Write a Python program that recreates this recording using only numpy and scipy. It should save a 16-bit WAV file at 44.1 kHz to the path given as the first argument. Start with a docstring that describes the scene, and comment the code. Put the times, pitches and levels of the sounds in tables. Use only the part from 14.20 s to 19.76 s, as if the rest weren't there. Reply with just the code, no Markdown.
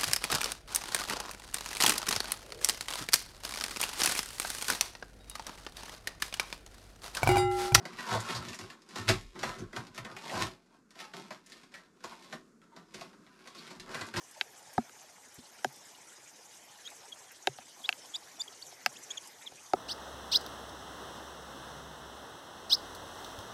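"""Steady rain in a pine forest, heard from a small housed microphone beside a nest high in a tree.
Far rain hisses from the start, and near drops patter and splash on needles and twigs. At 0.2 s the first
big drip knocks on the housing and sets it ringing; more follow unevenly. From 2.6 s a chick peeps in
short gliding whistles, some breaking upward. The rain swells a little near 5 s, and a last drip lands."""
import sys
import numpy as np
from scipy import signal
from scipy.io import wavfile
from scipy.ndimage import uniform_filter1d

SR = 44100
rng = np.random.default_rng(int(sys.argv[2]) if len(sys.argv) > 2 else 0)


def to_wav(sig):
    """Store sig (one row per channel, or 1-D mono) as 16-bit WAV at the path in sys.argv[1].

    Samples outside -1..1 are clipped; the rate is SR.
    """
    pcm = np.clip(np.atleast_2d(sig), -1, 1) * 32767
    pcm = np.round(pcm).astype(np.int16)
    wavfile.write(sys.argv[1], SR, pcm.T)  # frames by channels


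N = 245195


def undb(db):
    return 10 ** (np.asarray(db) / 20)


def unit(x):
    return x / np.sqrt(np.mean(x ** 2))


def band(x, lo_hz, hi_hz):
    return signal.sosfilt(signal.butter(2, [lo_hz, hi_hz], "band", fs=SR, output="sos"), x)


def walk(rate):
    """Random levels held 1 / rate s and slewed twice; spread near 1."""
    hold = int(SR / rate)
    steps = np.repeat(rng.standard_normal(N // hold + 1), hold)
    return 1.18 * uniform_filter1d(uniform_filter1d(steps, hold), hold)[:N]


def add(out, start, sound):
    """Mix a short sound in at a time in seconds."""
    i = int(start * SR)
    out[i:i + len(sound)] += sound[:N - i]


MOUNT_TOP_HZ = 180  # modes below this belong to the mount
NODE_DB, NODE_OCTAVES = -20, 0.2  # depth and half-width of a gap
RATTLE_HZ, RATTLE_DB, SPRAY_HZ, SPRAY_DB = 2750, -27, 10000, -4.5  # each follows the strength there
DROPLETS_PER_S, DROPLETS_FADE_S, DROPLETS_DB = 600, 0.004, -15.5
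# The ring of the housing and its mount. Each row: pitch in Hz, gain in dB, seconds to fade by 60 dB.
HOUSING_MODES = [(133.8, 6, 0.12), (238.4, 9.5, 0.062), (384, 13, 0.032), (573, 4, 0.029),
                 (733.6, 10, 0.027), (853, 5, 0.015), (1268, 1.5, 0.019), (1595, 4, 0.012),
                 (1996, -13, 0.016), (2265, -13.5, 0.021), (2650, -1.5, 0.011), (3140, -3, 0.0088),
                 (3800, -2, 0.015), (4470, -4, 0.014), (5090, -5.5, 0.019), (5860, -3.5, 0.0078),
                 (6910, -5.5, 0.011), (8980, -20, 0.019), (10110, -7, 0.0068), (12220, -10, 0.0079),
                 (12300, -25, 0.0055)]
# The knocks. Each row: start in seconds, strength in dB, strongest pitch in Hz, roll-off below and
# above it in dB per octave, three node pitches in Hz, sway of the mount in dB, shove in dB.
DRIP_HITS = [(0.2109, -11.5, 2360, 16.5, 14.5, 640, 1270, 7500, -72, -74),
             (0.579, -25, 1120, 0, 7.4, 420, 537, 2940, -54, -32.5),
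             (0.694, -46, 1770, 7, 2.5, 760, 3900, 6000, -83, -80),
             (1.182, -48.5, 232, 15, 7.6, 760, 1700, 2700, -73, -50),
             (1.445, -16.5, 1640, 9, 4.7, 1200, 2420, 4260, -47, -78),
             (3.2716, -13, 3880, 5.5, 13.7, 235, 1160, 4540, -44.5, -55),
             (3.385, -43, 930, 7.5, 1.7, 390, 3930, 6000, -79, -63),
             (3.6903, -9.5, 2530, 16.5, 11.8, 1050, 3600, 5740, -83, -86),
             (3.7261, -17.5, 2910, 23, 17, 1060, 3700, 5650, -71, -77),
             (4.524, -49, 1000, 10, 0.6, 235, 1700, 3260, -71, -77),
             (4.661, -11.5, 2120, 12.5, 4.1, 370, 3640, 7800, -58, -82),
             (5.319, -54, 900, 2, 0.63, 235, 1700, 3200, -65, -60),
             (5.5339, -17, 1070, 6.5, 6.7, 260, 1620, 3040, -48, -44.5)]


def drips():
    """Each drip rings the housing; bending waves carry the bass slower, so low modes come late."""
    out, t = np.zeros(N), np.arange(int(.2 * SR)) / SR
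    hz, mode_db, t60 = (column[:, None] for column in np.transpose(HOUSING_MODES))
    age = np.maximum(t - 0.027 / np.sqrt(hz) - (16 / hz) ** 2, 0)  # seconds since each mode arrived
    swell = (1 - np.exp(-age * hz / 0.63)) ** 2
    envelope = swell * np.exp(-np.log(1000) * age / t60)
    sign = (-1) ** np.arange(len(hz))[:, None]  # neighbouring modes move the capsule in opposite senses
    is_mount = hz < MOUNT_TOP_HZ
    shove = np.sin(2 * np.pi * np.clip(t / 0.0078, 0, 1))  # the blow pushes the capsule over and back
    for start, db, peak_hz, slope_below, slope_above, *nodes_hz, sway_db, shove_db in DRIP_HITS:
        def strength_db(f):
            octaves = np.log2(f / peak_hz)
            return db - np.maximum(-slope_below * octaves, slope_above * octaves)

        scatter_db, detune = rng.standard_normal((2, len(hz), 1))
        # landing where some modes barely move leaves gaps around the node pitches
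        gap_db = NODE_DB * np.exp(-(np.log2(hz / nodes_hz) / NODE_OCTAVES) ** 2).sum(1, keepdims=True)
        drive_db = np.where(is_mount, sway_db, strength_db(hz) + gap_db)
        gain = undb(drive_db + mode_db + scatter_db)
        modes = sign * gain * envelope * np.sin(2 * np.pi * hz * (1 + .01 * detune) * age)
        add(out, start, modes.sum(0) + undb(shove_db) * shove)
        # thrown-up water lands again, fading
        landings = rng.random(len(t)) < DROPLETS_PER_S / SR
        droplets = landings * rng.standard_normal(len(t)) * np.exp(-t / DROPLETS_FADE_S)
        housing_ring = (modes * ~is_mount).sum(0)
        add(out, start, undb(DROPLETS_DB) * signal.fftconvolve(droplets, housing_ring))
        # the water scatters and rattles on for a moment, its finest spray in the treble
        rattle = band(rng.standard_normal(len(t)), 830, 8200) * np.exp(-t / 0.0097)
        spray = band(rng.standard_normal(len(t)), 8700, 15800) * np.exp(-t / 0.002)
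        add(out, start, undb(strength_db(RATTLE_HZ) + RATTLE_DB) * rattle)
        add(out, start, undb(strength_db(SPRAY_HZ) + SPRAY_DB) * spray)
    return out


BREAK_S, BREAK_RISE, BREAK_OCTAVE_DB, BREAK_PEAK_AT = 0.0067, 1.053, -27, 0.29
RISE_BEND, FALL_BEND = 2.65, 0.83  # rises come late, falls run nearly straight
# The chick's calls. Each row: start and length in seconds, first and last pitch in Hz, level in dB,
# octave overtone in relative dB, place of the peak from 0 to 1, break pitch in Hz, break level in dB
# (-90 is inaudible).
CHICK_CALLS = [(2.645, 0.03, 3220, 3400, -43.5, -3.5, .77, 3710, -37),
               (2.919, 0.014, 3400, 3246, -39, -14.5, 0.66, 4600, -90),
               (3.637, 0.025, 3280, 3960, -33.5, -25, 0.72, 4770, -53),
               (3.937, 0.024, 3360, 3950, -31.5, -10, 0.74, 4750, -33.5),
               (4.192, 0.023, 3485, 3670, -33.5, -2.5, 0.82, 4660, -30),
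               (4.277, 0.0085, 3480, 3140, -43.5, -11, 0.6, 4600, -90),
               (4.41, 0.015, 3110, 4200, -48, -3, 0.81, 4460, -37),
               (4.755, 0.02, 2520, 4230, -48, -1, 0.75, 4600, -90),
               (4.905, 0.0146, 3260, 3760, -35.5, -2, 0.26, 4600, -90),
               (4.971, 0.013, 3710, 3100, -35.5, -4, 0.66, 4600, -90),
               (5.212, 0.015, 3200, 4050, -49.5, -12, 0.9, 4600, -90),
               (5.258, 0.023, 4160, 3130, -37.5, -20, 0.81, 4600, -90)]


def peeps():
    """The chick whistles, its voice sometimes breaking into a higher note; the trunks echo faintly."""
    out = np.zeros(N)
    for start, length, first_hz, last_hz, db, octave_db, peak_at, break_hz, break_db in CHICK_CALLS:
        add(out, start, whistle(length, first_hz, last_hz, db, octave_db, peak_at))
        squeak = whistle(BREAK_S, break_hz, break_hz * BREAK_RISE, break_db,
                         BREAK_OCTAVE_DB, BREAK_PEAK_AT)
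        add(out, start + length, squeak)
    t = np.arange(int(.15 * SR)) / SR
    trunks = rng.standard_normal(len(t)) * np.exp(-t / 0.012)
    return out + undb(-43.0) * signal.fftconvolve(out, trunks)[:N]


def whistle(length, first_hz, last_hz, db, octave_db, peak_at):
    """One gliding, slightly hoarse note with its octave."""
    progress = np.linspace(0, 1, int(length * SR))
    bend = RISE_BEND if last_hz > first_hz else FALL_BEND
    phase = 2 * np.pi * np.cumsum(first_hz + (last_hz - first_hz) * progress ** bend) / SR
    skew = np.log(.5) / np.log(np.clip(peak_at, .1, .9))
    swell = np.sin(np.pi * progress ** skew) ** 0.35
    hoarse = 1 + 0.28 * unit(uniform_filter1d(rng.standard_normal(len(progress)), size=60))
    return undb(db) * swell * hoarse * (np.sin(phase) + undb(octave_db) * np.sin(2 * phase))


# Fine splashes on nearby needles. Each row: start in seconds, peak level in dB, pitch in Hz.
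NEEDLE_SPLASHES = [(0.1111, -43, 9000), (0.535, -44, 11300), (1.1428, -45.5, 11600), (1.525, -46, 12000),
                   (1.56, -45, 9710), (1.8841, -55, 8380), (2.703, -41, 9000), (2.8928, -54, 10100),
                   (3.117, -44.5, 11500), (5.073, -38.5, 9600)]


def splashes():
    """A small drop bursts into a few milliseconds of high spray."""
    out, t = np.zeros(N), np.arange(int(.06 * SR)) / SR
    for start, db, hz in NEEDLE_SPLASHES:
        burst = band(rng.standard_normal(len(t)) * np.exp(-t / 0.0076), hz / 1.6, hz * 1.19)
        add(out, start, undb(db) * burst / np.abs(burst).max())
    return out


# The colour of the rain bed. Each row: frequency in Hz, relative spectral density in dB.
RAIN_COLOUR = [(24, -56), (40, -26.5), (119, -8.5), (152, -10.5), (281, -6.5), (310, -5), (343, -5),
               (620, -3.5), (833, -0.5), (1240, -8), (1700, -5), (4360, -10.5), (6150, -3.5),
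               (12600, -17.5), (14600, -32)]
# Its rise and fall. Each row: time in seconds, level in dB.
RAIN_LEVELS = [(0.0, -56.5), (0.52, -54), (1.07, -56.5), (1.56, -54.5), (1.97, -56), (2.45, -55.5),
               (2.8, -53.5), (3.19, -55.5), (3.9, -53.5), (4.68, -54.5), (4.92, -52), (5.08, -54.5),
               (5.56, -55.5)]


def rain():
    """Far rain hisses, each narrow band flickering alone; nearer drops add bursts across an octave."""
    colour_hz, colour_db = np.transpose(RAIN_COLOUR)
    out, gust = np.zeros(N), walk(1.41)
    drop_tail = np.exp(-np.arange(900) / SR / 0.013)
    for octave_hz in 45 * 2. ** np.arange(9):
        hits = (rng.random(N) < 40 / SR) * undb(2.5 * rng.exponential(size=N))  # about 40 a second
        patter = 1 + undb(-7) * signal.fftconvolve(hits, drop_tail)[:N]
        width = 1 / 4 if octave_hz < 2000 else 1 / 10  # octaves per band
        edge = 2 ** (width / 2)
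        for hz in octave_hz * 2 ** np.arange(0, 1 if octave_hz < 8000 else .4, width):
            hiss = unit(band(rng.standard_normal(N) * patter, hz / edge, hz * edge))
            band_db = np.interp(np.log(hz), np.log(colour_hz), colour_db) + 10 * np.log10(hz * width)
            flicker_db = 3.33 * walk(45)
            out += hiss * undb(band_db + .5 * gust + flicker_db)
    times, level_db = np.transpose(RAIN_LEVELS)
    return unit(out) * undb(np.interp(np.arange(N) / SR, times, level_db))


def scene():
    """The rain bed with knocks, splashes and peeps on top, in mono."""
    return (rain() + drips() + splashes() + peeps())[None]


def record(dry):
    """The microphone loses the deep bass, and the top is cut steeply at 14.7 kHz."""
    thin = signal.sosfilt(signal.butter(3, 50, "high", fs=SR, output="sos"), dry)
    return signal.sosfilt(signal.ellip(10, .2, 70, 14700, fs=SR, output="sos"), thin)


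dry = scene()
out = record(dry)
to_wav(out)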